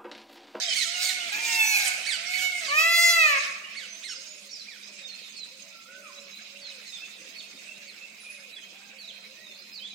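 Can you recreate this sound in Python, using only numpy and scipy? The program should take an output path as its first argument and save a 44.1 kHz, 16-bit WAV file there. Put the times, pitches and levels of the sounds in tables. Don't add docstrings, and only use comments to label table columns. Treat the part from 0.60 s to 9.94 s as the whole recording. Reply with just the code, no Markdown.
import sys
import numpy as np
from scipy import signal
from scipy.fft import rfft, irfft
from scipy.io import wavfile
from scipy.ndimage import uniform_filter1d, minimum_filter1d, map_coordinates

SR = 44100
rng = np.random.default_rng(int(sys.argv[2]) if len(sys.argv) > 2 else 0)


def attenuation_scalar(level_db):
    decades = np.asarray(level_db, float) / 20
    return 10 ** decades


def bounce(signal):
    frames = np.transpose(np.atleast_2d(signal))
    limited = np.clip(frames, -1, 1)
    pcm = np.round(limited * 32767).astype(np.int16)
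    wavfile.write(sys.argv[1], SR, pcm)


N = 411894

# time in seconds, level in dB.
FLOCK_LEVEL = [(0.0, -28), (.31, -30), (.7, -36.5), (.8, -36), (.85, -30), (.96, -23.5), (1.02, -44),
               (1.14, -44), (1.2, -29), (1.48, -43), (1.71, -35), (2.109, -33), (2.341, -33), (2.52, -42),
               (2.66, -31), (2.78, -28.5), (3.01, -50.5), (3.22, -47), (3.742, -47.5), (4.8, -47.5),
               (5.2, -53.5), (6.3, -45.5), (9.34, -61.5)]


def at_hz(points, hz):
    points_hz, values = np.transpose(points)
    return np.interp(np.log(hz), np.log(points_hz), values)


def drift(rate_hz, size=N):
    points = rng.standard_normal(int(size / SR * 400) + 2)
    return 1.22 * np.interp(np.arange(size) * rate_hz / SR, np.arange(len(points)), points)


def filtered(x, order, cut_hz, kind="low"):
    return signal.sosfilt(signal.butter(order, cut_hz, kind, fs=SR, output="sos"), x)


def resonances_db(rows, hz):
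    return sum(db / (1 + (2 * (hz - centre_hz) / width_hz) ** 2) for centre_hz, width_hz, db in rows)


def add(out, start_s, sound, pan_db):
    i = int(start_s * SR)
    soft_ends = signal.windows.tukey(len(sound), min(1, 200 / len(sound)))
    sound = (sound * soft_ends)[:N - i]
    out[:, i:i + len(sound)] += sound * attenuation_scalar([[pan_db / 2], [-pan_db / 2]])


def coloured(spectrum, patchy_db):
    # frequency in Hz, left-right likeness 0-1.
    likeness = [(60, 0.46), (180, 0.78), (550, 0.36), (1650, 0.0075), (4970, 0.12), (15000, 1)]
    hz = np.fft.rfftfreq(N, 1 / SR) + 1
    mid, side = rfft(rng.standard_normal((2, N)))
    alike = np.clip(at_hz(likeness, hz), 0, 1)
    pair = np.sqrt(1 + alike) * mid + np.sqrt(1 - alike) * side * [[1], [-1]]
    noise = irfft(pair * attenuation_scalar(at_hz(spectrum, hz)), N)
    _, _, cells = signal.stft(noise, nperseg=512)
    band = (10 * np.log2(np.arange(len(cells[0])) + 1)).astype(int)
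    flicker = uniform_filter1d(rng.standard_normal((band.max() + 1, cells.shape[2])), size=6) * 2.4
    flicker = .88 * flicker + .48 * uniform_filter1d(flicker, size=9, axis=0) * 3
    dropout_db = 28 * np.clip(-1.5 - flicker[band], 0, 1)
    cells = cells * attenuation_scalar(patchy_db * flicker[band] - dropout_db)
    noise = signal.istft(cells, nperseg=512)[1][:, :N]
    return noise / np.sqrt(np.mean(noise ** 2))


def background(smear):
    # frequency in Hz, level in dB per Hz.
    town_spectrum = [(18, -79), (30, -45), (124, -20.5), (198, -4), (301, -10), (551, -8), (931, -11.5),
                     (1790, -10), (2460, 2), (3110, -12.5), (3830, -7), (5800, -14.5), (6480, -14.5),
                     (11200, -24.5), (15800, -25)]
    high_spectrum = [(1200, -87), (2600, -12.5), (3200, 3), (4500, 1.5), (6500, -3.5), (8800, -8.5),
                     (10000, -15), (15500, -32)]
    low_spectrum = [(250, -56), (500, -18), (700, -9.5), (1000, -22.5), (1500, -3.5), (2000, -0.5),
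                    (2500, 1), (3000, -7.5), (3600, -27), (6000, -64)]
    # time in seconds, level in dB.
    chatter_level = [(0.0, -27), (.3, -35), (.75, -30.5), (1.9, -32.5), (3.0, -38), (3.9, -53.5),
                     (4.45, -43), (4.9, -51), (5.85, -43), (7.9, -45), (9.34, -49.5)]
    # centre in Hz, width in Hz, gain in dB.
    ports = [(2555, 126, 4), (3800, 49, 8), (5135, 310, 7.5), (6434, 91, 12), (7460, 1100, 3)]
    # frequency in Hz, left-right difference in dB.
    lean = [(60, 0), (130, 0), (290, 0.5), (640, 1), (1410, -1), (3100, -7.5), (6820, -7.5), (15000, 11)]
    t = np.arange(N) / SR
    low = attenuation_scalar(np.interp(t, *np.transpose(chatter_level)))
    high = attenuation_scalar(np.interp(t, *np.transpose(FLOCK_LEVEL)))
    wash = (low + smear) * coloured(low_spectrum, patchy_db=3.8)
    wash += high * coloured(high_spectrum, patchy_db=4.0)
    wash += attenuation_scalar(-47) * coloured(town_spectrum, patchy_db=3.0)
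    hz = np.fft.rfftfreq(N, 1 / SR)
    pan_db = at_hz(lean, hz + 1) * [[.5], [-.5]]
    return irfft(rfft(wash) * attenuation_scalar(resonances_db(ports, hz) - 5.0 + pan_db), N)


def hum():
    pitch_hz = 206.4 + 6.37 * drift(25)
    level_db = -69 + 2.55 * drift(18)
    return np.sqrt(2) * attenuation_scalar(level_db) * np.sin(2 * np.pi * np.cumsum(pitch_hz) / SR)


def wind():
    # centre in seconds, level in dB.
    gusts = [
        (.85, -59.5),
        (2.25, -62.5),
        (6.88, -66.5),
    ]
    half_length_s = 0.35
    t = np.arange(N) / SR
    swell = sum(attenuation_scalar(db) * np.exp(-((t - s) / half_length_s) ** 2) for s, db in gusts)
    swell = swell * attenuation_scalar(3.5 * drift(18))
    puff = filtered(rng.standard_normal((2, N)) + rng.standard_normal(N), 2, [190, 430], "band")
    return swell * puff / puff.std()


def insect():
    # start in seconds, level in dB, T60 in seconds.
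    sizzles = [
        (7.601, -50.5, 0.53),
        (7.7, -48, 0.38),
    ]
    out, t = np.zeros((2, N)), np.arange(SR // 2) / SR
    for start_s, db, t60_s in sizzles:
        buzz = filtered(rng.standard_normal(len(t)), 2, [9300, 10600], "band")
        add(out, start_s, 3.0 * attenuation_scalar(db - 60 * t / t60_s) * buzz, pan_db=-3.0)
    return out


def whistle(table, bow, waver_db, wobble, pan_db, order=4):
    out = np.zeros((2, N))
    for start_s, length_s, first_hz, last_hz, db in table:
        u = np.linspace(-1, 1, int(length_s * SR))
        pitch_hz = (first_hz + last_hz) / 2 * (1 + bow * (1 - u ** 2)) + (last_hz - first_hz) / 2 * u
        pitch_hz *= 1 + wobble * drift(83.4, len(u))
        swell = attenuation_scalar(db + 2 + waver_db * drift(130, len(u))) * (1 - u ** order)
        add(out, start_s, swell * np.sin(2 * np.pi * np.cumsum(pitch_hz) / SR), pan_db)
    return out


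def doves():
    # delay or start in seconds, length in seconds, first Hz, last Hz, level in dB.
    phrase = [
        (0.0, 0.086, 508, 502.5, -58),
        (0.086, 0.186, 648, 586, -66),
        (0.347, 0.096, 488.5, 519.5, -62),
        (.42, .33, 625, 500, -62.5),
        (1.067, .26, 614, 450, -62),
    ]
    far_notes = [
        (.001, 0.11, 707, 628, -47),
        (4.99, 0.15, 540, 543, -63),
        (5.28, 0.46, 543.6, 538, -57.5),
        (5.9, 0.21, 541, 520, -60.5),
        (8.12, 0.27, 753, 775, -61),
        (8.45, 0.24, 520, 503, -70),
    ]
    starts_s = [3.2, 4.91, 6.6, 8.32]
    coos = [(s + delay_s, *rest) for s in starts_s for delay_s, *rest in phrase if s + delay_s < N / SR]
    return whistle(coos + far_notes, bow=0.0572, waver_db=3.0, wobble=0.0033, pan_db=-1.0)


def songbirds():
    # start in seconds, length in seconds, first Hz, last Hz, level
    # in dB.
    straight = [(.001, 0.078, 2160, 1915, -40), (.075, 0.068, 3340, 2920, -32.5),
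                (4.42, 0.061, 3800, 3600, -45.5), (4.75, 0.11, 4530, 3700, -43), (4.84, 0.02, 3850, 2970, -54),
                (6.0, 0.13, 4720, 3620, -44), (6.105, 0.022, 3770, 2790, -47), (6.37, 0.018, 3620, 2860, -43),
                (6.25, 0.067, 4680, 3590, -48), (6.795, 0.022, 4300, 2890, -44),
                (7.27, .04, 4780, 4010, -45.5), (7.92, 0.033, 4000, 3700, -50.5),
                (7.96, 0.031, 3390, 3160, -43.5), (8.38, 0.085, 4675, 3570, -46),
                (9.115, 0.087, 5280, 3740, -45),
                (0.721, 0.26, 2380, 2324, -34), (3.03, 0.067, 2822, 3130, -47),
              (3.27, 0.15, 6080, 6350, -47.5), (4.48, 0.083, 4225, 4230, -44),
              (5.099, 0.2, 1373, 1343, -55.5), (5.55, 0.052, 3800, 3970, -53),
              (5.709, 0.087, 3910, 4050, -48.5), (7.639, 0.09, 2393, 2484, -43),
              (8.02, 0.031, 3050, 3220, -46.5), (8.131, 0.22, 1600, 1594, -57.5),
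              (8.74, 0.12, 1810, 1967, -53), (8.929, 0.28, 4130, 4130, -56),
                (3.851, .121, 4210, 4790, -54), (5.761, .041, 2740, 2010, -54), (6.221, .11, 2450, 1760, -55),
             (6.621, .031, 2710, 3290, -55), (6.821, .131, 2610, 2410, -52), (6.961, .051, 3755, 3785, -54),
             (7.121, .081, 2755, 2785, -54), (7.251, .061, 2490, 1960, -54), (7.301, .061, 3890, 2810, -61),
             (7.501, .081, 2290, 2110, -55), (7.841, .041, 2485, 2475, -51), (7.921, .051, 2455, 2545, -51),
             (7.771, .061, 2155, 2245, -53), (8.161, .051, 2505, 2485, -53), (8.031, .031, 4290, 4010, -56),
             (.361, .051, 4190, 3810, -43), (3.481, .061, 5620, 5210, -44), (3.551, .036, 5210, 4410, -46),
             (3.491, .071, 6900, 6100, -49), (.441, .031, 3390, 3110, -39), (.481, .028, 4290, 3010, -37),
             (.641, .051, 3890, 2910, -43), (.601, .041, 2945, 2755, -41)]
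    humps = [(3.665, 0.094, 6380, 6740, -48), (5.27, 0.13, 1360, 1502, -46.5),
             (6.32, 0.054, 3555, 3550, -39.5), (6.4, 0.056, 2457, 2590, -43.5),
             (6.75, 0.1, 4220, 4310, -48), (7.07, 0.034, 2394, 2600, -47), (7.6, 0.074, 3880, 3430, -53),
             (8.48, 0.19, 4050, 3910, -54.5), (9.28, 0.063, 3890, 3650, -52.5)]
    scoops = [(.33, 0.062, 3066, 2795, -34), (3.89, 0.13, 6290, 4210, -46.5),
              (3.96, 0.045, 5000, 4620, -45.5), (4.0, 0.033, 4300, 4200, -45),
              (4.58, 0.11, 4600, 3450, -52), (5.41, 0.11, 1506, 1022, -49.5),
              (8.83, .12, 3950, 3535, -49.5), (8.89, 0.16, 3910, 5440, -54.5), (9.19, 0.1, 2930, 3930, -44)]
    chips = [
        (7.111, .015, 2640, 2760, -41),
        (7.413, .046, 2610, 2670, -44),
        (8.475, .038, 4100, 3020, -42),
        (8.864, .017, 3710, 3630, -47),
        (7.684, .031, 2485, 2505, -47),
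    ]
    kinds = [(straight, 0), (humps, .04), (scoops, -0.031)]
    whistles = sum(whistle(table, bow, waver_db=3.2, wobble=0.015, pan_db=-6.0) for table, bow in kinds)
    return whistles + whistle(chips, 0, waver_db=2.5, wobble=.008, pan_db=-6.5, order=30)


def voice(pitch_hz, partial_db, hoarse, memory, waver_db):
    turn = 2 * np.pi * np.cumsum(pitch_hz) / SR
    out = np.zeros(len(turn))
    for k, db in enumerate(partial_db, 1):
        waver = waver_db * min(k, 6) ** .5 * drift(28, len(turn))
        gain = attenuation_scalar(db + waver) * (k * pitch_hz < .37 * SR)
        white = rng.standard_normal((2, len(turn)))
        rasp = signal.lfilter([2 * (1 - memory) ** 1.5], [1, -2 * memory, memory ** 2], white)
        phase = k * turn + 2 * np.pi * rng.random()
        spread = rasp[0] * np.sin(phase) + rasp[1] * np.cos(phase)
        out += gain * (np.sin(phase) + hoarse * min(k * k / 9, 4) * spread)
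    return np.sqrt(2) * out


def parakeets():
    # time in seconds, pitch in Hz, level in dB.
    plain_shape = [(0, 1100, -14), (.014, 1800, -4), (.028, 2235, 0.1), (.045, 2200, 0), (.07, 1750, -2),
                   (.1, 1520, -2), (.122, 1380, -4), (.135, 1130, -14)]
    held_shape = [(0, 1490, -16), (.02, 1910, -9.5), (.04, 2300, -1), (.06, 2198, -3.5), (.075, 2185, -7),
                  (.095, 1993, 0), (.11, 1823, -7), (.125, 1490, -19), (.14, 1280, -14)]
    # start in seconds, level in dB, pitch factor, stretch, rasp 0-1.2.
    squawks = [
        (0.581, -42, 1.38, 1.27, 0.6),
        (1.181, -36, 1.04, 0.85, 0.97),
        (1.45, -34.5, 1.024, 0.91, 0.27),
        (1.728, -37, 0.99, 0.85, 0.4),
        (1.998, -39.5, 0.94, 0.97, 0.4),
        (2.419, -42.5, 0.96, 1.18, 0.2),
        (3.139, -42.5, 1.004, 0.95, 0.43),
        (3.422, -42, 0.96, 0.94, 0.52),
        (4.054, -47.5, 1.08, 0.91, 0.4),
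        (7.235, -56, 0.96, 1.2, 0.8),
    ]
    held_squawks = [
        (.13, -31.5, 0.98, 1.01, 0.89),
        (.415, -31.5, 1.0, .87, 1.0),
    ]
    # frequency in Hz, gain in dB.
    beak = [(1000, -4), (2200, 5), (4300, 2.5), (6500, -7.5), (8800, -7), (10000, -28), (15500, -35)]
    out = np.zeros((2, N))
    flock_s, flock_db = np.transpose(FLOCK_LEVEL)
    flock = [(9 * a, np.interp(9 * a + .07, flock_s, flock_db) - 14.0, .85 + .5 * b, .6 + .6 * c, 1.1)
             for a, b, c in rng.random((45, 3))]
    calls = [(plain_shape, row) for row in squawks + flock] + [(held_shape, row) for row in held_squawks]
    for shape, (start_s, level_db, factor, stretch, rasp) in calls:
        s, hz, db = np.transpose(shape)
        t = np.arange(0, s[-1] * stretch, 1 / SR) / stretch
        pitch_hz = uniform_filter1d(factor * np.interp(t, s, hz), size=400)
        pitch_hz = pitch_hz * (1 + .012 * drift(150, len(t)))
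        dull_db = .55 * min(level_db + 36, 0)
        partials_db = [at_hz(beak, k * pitch_hz) + dull_db * np.log2(k) + 2.5 * drift(160, len(t))
                       for k in range(1, 10)]
        harsh = voice(pitch_hz, partials_db, hoarse=.8 * rasp, memory=.86, waver_db=1.5)
        add(out, start_s, attenuation_scalar(level_db - 3.0 + np.interp(t, s, db)) * harsh, pan_db=-8.0)
    return filtered(out, 4, 1250, "high")


def peafowl():
    # time in seconds, pitch in Hz, effort in dB, beak opening in dB, hoarseness in dB.
    far_scream = [(.25, 669, -57, -26, -23), (0.349, 706, -43, -18, -6), (0.441, 749, -37, 3, -10.5),
                  (0.519, 745, -36, -2.5, -29), (0.601, 712, -41, -17, -20), (0.699, 671, -46, -10, -4.5)]
    high_scream = [(.72, 800, -27.5, -14, -17), (.77, 868, -33, -13, -6.5), (.82, 909.5, -53, -12, -6.5),
                   (0.879, 915, -24, -13.5, -15.5), (0.949, 897, -17.5, -19.5, -10.5),
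                   (1.019, 873, -16, -13, -21.5), (1.099, 856.4, -26.5, -1, -20),
                   (1.171, 814.5, -20.5, -10, -13.5), (1.359, 734.4, -43, -9, -9)]
    hidden_scream = [(.78, 723.7, -48, -8, -8), (.87, 724, -44, -3, -2.5), (0.949, 716.4, -37, -14, -19),
                     (1.059, 747.4, -31, -18, -33), (1.16, 741, -33.5, -23, -32),
                     (1.299, 725, -38, -37, -3.5)]
    soft_scream = [(1.57, 653, -47, -26, -15), (1.649, 699, -47.5, -15, -21.5),
                   (1.719, 733, -33.5, -5, -25), (1.79, 747, -30.5, -7.5, -36),
                   (1.852, 741.5, -25.5, -9, -44), (1.92, 726, -38, -9, -29.5), (2.0, 688.5, -39, -13, -13),
                   (2.071, 629, -39, -17, -14)]
    near_scream = [(2.08, 550, -49.5, -19, -14.5), (2.13, 585.4, -21.5, -23.5, -20),
                   (2.201, 638.6, -19, -14, -25), (2.276, 668.4, -20, -14.5, -30),
                   (2.369, 681.3, -20.5, -7, -49), (2.48, 682, -20.5, -5.5, -55),
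                   (2.59, 658.7, -17.5, -16.5, -29), (2.69, 596.7, -17.5, -18.5, -26),
                   (2.789, 542, -31.5, -19, -17.5)]
    # first partial in dB, second over first in dB, left-right dB, shading under 9 kHz in dB.
    callers = [
        (-46.5, 6, -2, -0.5),
        (-37, 7, -0.5, -2),
        (-46.5, 3.5, -3.5, 1.5),
        (-44, 3, -5, -3.5),
        (-39.5, 12.5, 0, 0.5),
    ]
    # frequency in Hz, gain in dB.
    windpipe = [(1600, 2.5), (1940, -4), (2050, 4), (2250, 2.5), (2400, -5.5), (2570, 0.5), (2720, -15),
                (3600, -23)]
    throat = [(2500, 12.5), (3400, -7.5), (4100, -4), (4800, -7), (5500, -9.5), (6150, -7.5), (7500, -12),
              (9000, -21), (10500, -23), (12500, -20.5), (14400, -29), (15800, -26.5)]
    # frequency in Hz, left-right dB; then frequency in Hz, left lead in radians.
    scatter = [(500, -1), (1300, 7.5), (2400, -5), (4400, -3), (8000, -3), (14000, 21)]
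    scatter_phase = [(500, 0.69), (860, 1.7), (1290, 1.96), (1890, 2.06), (2330, -2.74), (2930, 0.98),
                     (4100, 2.26), (8000, -0.13)]
    out = np.zeros((2, N))
    screams = [far_scream, high_scream, hidden_scream, soft_scream, near_scream]
    for rows, (first_db, second_db, pan_db, shade_db) in zip(screams, callers):
        s, hz, *columns = np.transpose(rows)
        t = np.arange(s[0], s[-1], 1 / SR)
        effort_db, opening_db, hoarse_db = [np.interp(t, s, c) for c in columns]
        place = np.interp(t, s, np.arange(len(s)))
        pitch_hz = map_coordinates(hz, [place], order=3, mode="nearest")
        pitch_hz = uniform_filter1d(pitch_hz, size=1800, mode="nearest")
        pitch_hz *= 1 + .04 * attenuation_scalar(hoarse_db) * drift(60, len(t))
        lowest_db = first_db + 0.29 * (effort_db - effort_db.max())
        partials_db = [lowest_db, lowest_db + second_db]
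        partials_db += [effort_db + at_hz(windpipe, k * pitch_hz) for k in (3, 4)]
        for k in range(5, 29):
            shading_db = shade_db / (1 + (k * pitch_hz / 9000) ** 8)
            partials_db.append(effort_db + opening_db + at_hz(throat, k * pitch_hz) + shading_db)
        scream = voice(pitch_hz, partials_db, attenuation_scalar(hoarse_db), memory=.93, waver_db=1.3)
        add(out, t[0], scream, pan_db)
    hz = np.fft.rfftfreq(N, 1 / SR) + 1
    halves = np.array([[.5], [-.5]])
    stereo = attenuation_scalar(at_hz(scatter, hz) * halves) * np.exp(1j * at_hz(scatter_phase, hz) * halves)
    return irfft(rfft(out) * stereo / (1 + (400 / hz) ** 8), N)


def slaps(x):
    # delay in seconds, level in dB.
    walls = [
        (.075, -15),
        (.135, -14),
    ]
    dull = filtered(x[::-1], 2, 3500)
    return sum(attenuation_scalar(db) * np.roll(dull, int(delay_s * SR), axis=1) for delay_s, db in walls)


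def yard(x):
    late_t60_s, early_db, early_t60_s = 1.12, 3.5, 0.079
    t = np.arange(2 * SR) / SR
    decay = attenuation_scalar(-60 * t / late_t60_s) + attenuation_scalar(early_db - 60 * t / early_t60_s)
    tail = rng.standard_normal((2, len(t))) * decay * np.clip(t / 0.004, 0, 1)
    tail = filtered(tail, 1, 8000)
    tail /= np.sqrt(np.sum(tail ** 2, axis=1, keepdims=True))
    return attenuation_scalar(-6.5) * signal.fftconvolve(x, tail, axes=1)[:, :N]


def scene():
    smear_db, smear_t60_s, hush_db = -8, 0.41, -21.5
    screams, coos = peafowl(), doves()
    others = parakeets() + songbirds() + insect()
    power = uniform_filter1d(np.mean(screams ** 2, axis=0), size=4000).clip(0)
    fade = attenuation_scalar(-120 / (smear_t60_s * SR))
    smear = attenuation_scalar(smear_db) * np.sqrt(signal.lfilter([1 - fade], [1, -fade], power))
    hush = 1 / (1 + np.sqrt(power) / attenuation_scalar(hush_db))
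    echoes = yard(attenuation_scalar(-3.5) * screams + attenuation_scalar(-3) * coos + attenuation_scalar(2.5) * others)
    birds = screams + slaps(screams) + coos + others + echoes
    return birds + hush * background(smear) + hum() + wind()


def suppress(x, depth_db, reach):
    mask_db = -42.5
    _, _, cells = signal.stft(x, nperseg=1024)
    power = uniform_filter1d(np.mean(np.abs(cells) ** 2, axis=0), size=3, axis=0)
    power = uniform_filter1d(power, size=3, axis=1)
    loudest = -minimum_filter1d(-power, size=reach, axis=0)
    below = loudest * attenuation_scalar(2 * depth_db) + power.max(axis=0) * attenuation_scalar(2 * mask_db)
    keep = 1 / (1 + (below / (power + 1e-20)) ** 3)
    keep[:8] = 1
    return signal.istft(cells * keep, nperseg=1024)[1][:, :N]


def top_cut(x):
    return signal.sosfilt(signal.butter(12, 15840, fs=SR, output="sos"), x)


def record(dry):
    # centre in Hz, width in Hz, gain in dB.
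    ground_dips = [(800, 100, -6), (1690, 800, -9), (1097, 56, -2), (9800, 480, -2.5)]
    hz = np.fft.rfftfreq(N, 1 / SR)
    dipped = irfft(rfft(dry) * attenuation_scalar(resonances_db(ground_dips, hz)), N)
    thin = filtered(dipped, 2, 70, "high")
    clean = suppress(thin, depth_db=-19, reach=15)
    return top_cut(clean)


dry = scene()
out = record(dry)
bounce(out)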